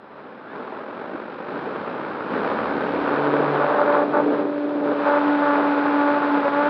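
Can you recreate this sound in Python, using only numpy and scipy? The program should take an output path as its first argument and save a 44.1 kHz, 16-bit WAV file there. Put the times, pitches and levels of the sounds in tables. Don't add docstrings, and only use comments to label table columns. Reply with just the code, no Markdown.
import sys
import numpy as np
from scipy import signal
from scipy.fft import rfft, irfft
from scipy.io import wavfile
from scipy.ndimage import uniform_filter1d

SR = 44100
rng = np.random.default_rng(int(sys.argv[2]) if len(sys.argv) > 2 else 0)


def dump(signal):
    limited = np.clip(np.atleast_2d(signal).T, -1, 1)
    pcm = np.round(limited * 32767).astype(np.int16)
    wavfile.write(sys.argv[1], SR, pcm)


def undo_db(level):
    steps = np.asarray(level, float) / 20
    return 10 ** steps


N = 295029
TIME = np.arange(N) / SR
FREQ = np.arange(N // 2 + 1) * SR / N + 1e-3

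AIR_BANDS_HZ = [
    (40, 120),
    (320, 420),
    (920, 1100),
    (1900, 2600),
    (3200, 5500),
]
# frequency in Hz, level in dB per Hz.
PORT_TONE = [(18, -63), (30, -53), (130, -17.5), (201, -7), (240, -3.5), (420, 1), (650, -1.5), (1000, -5),
             (1500, -6)]
# frequency in Hz, level in dB.
CASE_TONE = [(1500, -1), (2000, -12), (2400, -12), (2900, -18.5), (3800, -21), (5000, -32.5), (6000, -47),
             (6500, -63), (7000, -56), (7600, -63), (8100, -56), (9300, -57.5), (10500, -70.5),
             (16000, -94.5)]
# level on the ground in dB, change at lift-off in dB,
# change in the climb in dB, share of a lull that is felt (0-1.5).
AIR_LEVELS = [
    (-10, -8.5, -2.5, 0.7),
    (9, 0, -5, 0.02),
    (7.5, 1.5, -0.5, 1.12),
    (-1.5, 0, 0.2, 1.05),
    (-9, -.5, 0.5, 0.8),
]
LIFT_S, LIFT_LENGTH_S = 3.0, 0.18
CLIMB_S, CLIMB_LENGTH_S = 4.41, 0.37
# start in seconds, slipstream hiss in dB,
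# flutter rate in Hz, flutter depth (0-1).
THROTTLE_STEPS = [
    (0, -60.5, 36, 0),
    (.13, -56.5, 38, 0.04),
    (.52, -51.5, 43, 0.23),
    (1.0, -51, 48.5, 0.25),
    (1.47, -47, 58, 0.17),
    (2.3, -42, 72, 0.27),
    (3.03, -41, 145.5, 0.2),
    (3.8, -40.5, 145.5, 0.02),
]
SPOOL_S = .1
# start in seconds, length in seconds, edge in seconds,
# drop of the hiss in dB.
SLIPSTREAM_LULLS = [
    (1.337, 0.2, .04, 0.5),
    (2.716, 0.099, .05, 0.5),
    (3.808, 0.11, .05, 2),
    (4.006, 1, 0.089, 4.5),
    (4.063, 0.057, 0.014, 1.5),
    (4.24, .06, .03, 1.5),
    (4.426, .42, 0.046, 5),
]
# start in seconds, length in seconds, change of rumble, buffet and roar in dB.
WIND_GUSTS = [(.0, .4, 3, -2, -1), (.5, .5, -2, .3, .3), (1.05, .15, -2, 3, .3), (1.5, .2, 3, 1, -1),
              (2.9, .16, 1, 2, -1), (3.1, .1, 5, .3, .3), (3.33, .12, .3, 5, .3), (3.62, .41, -3, -1, 3),
              (4.05, .3, 3, 1, .3), (4.13, .08, .3, 1, 6), (4.25, .2, .3, 2, .3), (4.54, .1, -4, -4, -3),
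              (4.8, .14, 4, 5, 2), (5.05, .12, -3, .3, 2), (5.56, .15, -3, 3, .3), (5.42, .14, 0, -1, -2),
              (5.95, .25, 0, -1, -3), (6.45, .3, -1, -2, -2)]
GUST_EDGE_S = 0.027

# start in seconds, length in seconds, level in dB of the octave tone,
# of the odd overtones and of the even overtones.
WAKE_SWINGS = [(3.1, .5, -40, -40, -38), (3.6, .2, -28.5, -30, -32), (3.78, 0.055, -28, -28.5, -35),
               (3.86, .18, -24, -29.5, -30), (4.13, .08, -24, -26, -29.5), (4.3, .75, -32.5, -46, -50),
               (4.82, .2, -30, -44, -48), (5.057, .13, -24, -25.5, -27), (5.05, 1.7, -33, -28.5, -45),
               (5.42, .14, -26.5, -26, -25), (5.75, 0.17, -44.5, -33, -40.5),
               (5.96, .23, -30.5, -26.5, -27), (6.45, 0.037, -24.5, -29, -27.5),
               (6.53, .15, -28, -26.5, -26.5)]
SWING_EDGE_S = .012
# frequency in Hz, level in dB.
SLAP_TONE = [(100, -51), (290, -25), (580, -8.5), (870, 0), (1160, -2.5), (1450, -6.5), (1750, -6.5),
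             (2300, -14.5), (4000, -25), (6400, -22.5)]
SLAP_PHASE = .85
VORTEX_STRENGTH = np.clip(rng.standard_normal(int(N / SR * 600)), -3, 1.2)

# time in seconds, blade rate in Hz, hum level in dB.
PROPELLER = [(2.3, 287.4, -39.5), (3.0, 286.5, -33.5), (3.2, 291.4, -30.5), (3.3, 292.6, -26),
             (3.45, 289.8, -34), (4.0, 292.2, -29), (4.3, 292.2, -27.5), (4.7, 291.4, -25),
             (5.05, 290.5, -28), (5.3, 290.5, -22), (5.4, 290, -26), (5.85, 288.3, -21), (6.2, 289.6, -25),
             (6.35, 288.4, -21), (6.47, 284.3, -25.5), (6.69, 292.8, -22)]
# start in seconds, length in seconds, level in dB of the tone at
FRAME_SHAKES = [
    (3.14, 0.5, -35.5, -29.5),
    (3.6, .8, -47, -36),
    (4.8, .2, -58, -31.5),
]
SHAKE_EDGE_S = 0.18
STEADY_SHAFT_DB, STEADY_THIRD_DB = -53.5, -46.5

# time in seconds, pitch in Hz, level in dB.
MOTOR_WHINE = [
    (.42, 3050, -88),
    (.46, 3250, -65),
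    (.5, 3500, -60),
    (.54, 3800, -64),
    (.58, 4050, -90),
]
# time in seconds, peak in dB, pitch in Hz, time to fall by 60 dB in seconds.
BELLY_KNOCKS = [
    (1.148, -10, 313, 0.027),
]
# pitch in Hz, level in dB.
ELECTRONIC_WHISTLES = [(2000, -70.5), (4000, -77), (5100, -84), (8000, -110)]
# clock frequency in Hz, level of the mirror image in dB.
MIRROR_CLOCKS = [(7800, -68), (11700, -70)]


def airflow(wake):
    chance = rng.random((3, N))
    bursts = chance[0] < 400 / SR
    big = bursts * np.sign(chance[1] - .45) * undo_db(9.8 * chance[2])
    big = signal.lfilter(*signal.butter(1, 2500, fs=SR), big)
    eddies = rng.standard_normal(N) + undo_db(-10.5) * big / big.std()

    _, flutter_hz, depth = throttle()
    flutter_turns = np.cumsum(flutter_hz * (1 + .02 * walk(12))) / SR
    flutter = 1 + depth * np.cos(2 * np.pi * flutter_turns)
    beat_depth = np.clip(0.27 * (TIME - 2.2), 0, .3)
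    blade_beat = 1 + beat_depth * np.cos(2 * np.pi * wake)
    eddies = eddies * blade_beat * flutter * undo_db(0.3 * walk(90))
    heard = rfft(eddies) * response(PORT_TONE) * response(CASE_TONE)

    centres = np.log([low * high for low, high in AIR_BANDS_HZ]) / 2
    out = 0
    for k, db in enumerate(air_db()):
        low, high = AIR_BANDS_HZ[k]
        inside = (FREQ > low) & (FREQ < high)
        rms = np.sqrt(2 * np.sum(abs(heard[inside]) ** 2)) / N
        share = np.interp(np.log(FREQ), centres, np.arange(len(centres)) == k)
        out = out + irfft(heard * share, N) / rms * undo_db(db + 0.25 * walk(30))
    return out


def air_db():
    lull = sum(db * held(s, length, edge) for s, length, edge, db in SLIPSTREAM_LULLS)
    lifted = held(LIFT_S + LIFT_LENGTH_S / 2, N, LIFT_LENGTH_S)
    climbing = held(CLIMB_S + CLIMB_LENGTH_S / 2, N, CLIMB_LENGTH_S)
    stream = throttle()[0]
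    bands = [stream + ground + lift * lifted + climb * climbing - share * lull
             for ground, lift, climb, share in AIR_LEVELS]
    gusts = sum(np.outer(db, held(s, length, GUST_EDGE_S)) for s, length, *db in WIND_GUSTS)
    return [band + gust for band, gust in zip(bands, [*gusts, 0, 0])]


def throttle():
    s, *columns = np.transpose(THROTTLE_STEPS)
    step = np.clip(np.searchsorted(s, TIME, "right") - 1, 0, None)
    return [uniform_filter1d(column[step], int(SPOOL_S * SR)) for column in columns]


def slaps(wake):
    _, odd, even = episodes(WAKE_SWINGS, SWING_EDGE_S)
    half = np.floor(2 * wake)
    at = np.flatnonzero(np.diff(half))
    size = even[at] - odd[at] * (-1) ** half[at]
    jitter = (.00006 * SR * rng.standard_normal(len(at))).astype(int)
    moment = np.clip(at + jitter, 0, N - 1)
    train = np.zeros(N)
    np.add.at(train, moment, size * vortex(wake)[at] * SR / (2 * 290 * np.sqrt(2)))
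    tone = abs(response(SLAP_TONE) * response(CASE_TONE)) * np.exp(1j * SLAP_PHASE)
    return irfft(rfft(train) * tone, N) * np.clip(TIME - 1, 0, 1)


def vortex(turns):
    spread_db = np.interp(TIME, [4.3, 5], [3.5, 1.6])
    strength = np.interp(turns, np.arange(len(VORTEX_STRENGTH)), VORTEX_STRENGTH)
    return undo_db(spread_db * strength)


def hum(turns, wake):
    shaft, third = episodes(FRAME_SHAKES, SHAKE_EDGE_S)
    octave = episodes(WAKE_SWINGS, SWING_EDGE_S)[0] * vortex(wake)
    rise = np.clip((TIME - 2.2) / 0.21, 0, 1)
    shudder = undo_db(-63) * np.clip(1.5 - abs(TIME - 2.7) / .35, 0, 1)
    passing = np.exp(-((TIME - 3.8) / 0.35) ** 2)
    tones = [(1, undo_db(curves(PROPELLER)[1])), (2, octave), (21, undo_db(-91.5)),
             (1 / 2, np.hypot(shaft, undo_db(STEADY_SHAFT_DB))), (3 / 2, np.hypot(third, undo_db(STEADY_THIRD_DB))),
             (1 / 4, undo_db(7.0) * shudder), (3 / 4, undo_db(21) * shudder), (5 / 2, undo_db(-29.5) * passing)]
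    out = np.zeros(N)
    for multiple, gain in tones:
        cycles = multiple * (wake if multiple == 2 else turns)
        waver = undo_db(1.5 * walk(40) + 1.1 * walk(12))
        out += np.sqrt(2) * rise * gain * waver * np.cos(2 * np.pi * cycles + SLAP_PHASE)
    return out


def motor():
    hz, db = curves(MOTOR_WHINE)
    phase = 2 * np.pi * np.cumsum(hz) / SR
    started = TIME > MOTOR_WHINE[0][0]
    return undo_db(db) * started * (np.sin(phase) + undo_db(16.5) * np.sin(phase / 2.1))


def knocks():
    out = np.zeros(N)
    for s, db, hz, t60 in BELLY_KNOCKS:
        t = np.clip(TIME - s, 0, None)
        attack = 1 - np.exp(-t / 0.0028)
        out += undo_db(db) * np.sin(2 * np.pi * hz * t) * attack * undo_db(-60 * t / t60)
    return out


def curves(table):
    s, *columns = np.transpose(table)
    return [uniform_filter1d(np.interp(TIME, s, column), size=250) for column in columns]


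def response(points):
    hz, db = np.transpose(points)
    level = undo_db(np.interp(np.log(FREQ), np.log(hz), db))
    cepstrum = irfft(np.log(level), N)
    cepstrum[1:N // 2] *= 2
    cepstrum[N // 2 + 1:] = 0
    return np.exp(rfft(cepstrum))


def walk(rate):
    k = int(SR / rate)
    steps = np.repeat(rng.standard_normal(N // k + 1), k)
    smooth = uniform_filter1d(uniform_filter1d(steps, k), k)[:N]
    return smooth / smooth.std()


def held(start, length, edge):
    nearest_end = np.minimum(TIME - start, start + length - TIME)
    return np.clip(nearest_end / edge + .5, 0, 1)


def episodes(table, edge):
    power = sum(np.outer(undo_db(np.array(db)) ** 2, held(s, length, edge) ** 2) for s, length, *db in table)
    return np.sqrt(power)


def scene():
    turns = np.cumsum(curves(PROPELLER)[0] * (1 + .002 * walk(30))) / SR
    wake = turns + .02 * walk(25) + .06 * walk(9)
    return (airflow(wake) + slaps(wake) + hum(turns, wake) + motor() + knocks())[None]


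def band_limit(x):
    return signal.sosfilt(signal.butter(12, 15750, fs=SR, output="sos"), x)


def record(dry):
    x = signal.sosfilt(signal.butter(2, 60, "high", fs=SR, output="sos"), dry)
    x = signal.lfilter(*signal.iirnotch(699, 699 / 45, fs=SR), x)
    x = x + sum(undo_db(db) * x * np.cos(2 * np.pi * hz * TIME) for hz, db in MIRROR_CLOCKS)
    x = x + sum(undo_db(db) * np.sin(2 * np.pi * hz * TIME) for hz, db in ELECTRONIC_WHISTLES)
    x = x + undo_db(-92.5) * rng.standard_normal(x.shape)
    x = x * np.clip((N / SR - TIME) / .001, .7, 1)
    return band_limit(x)


dry = scene()
out = record(dry)
dump(out)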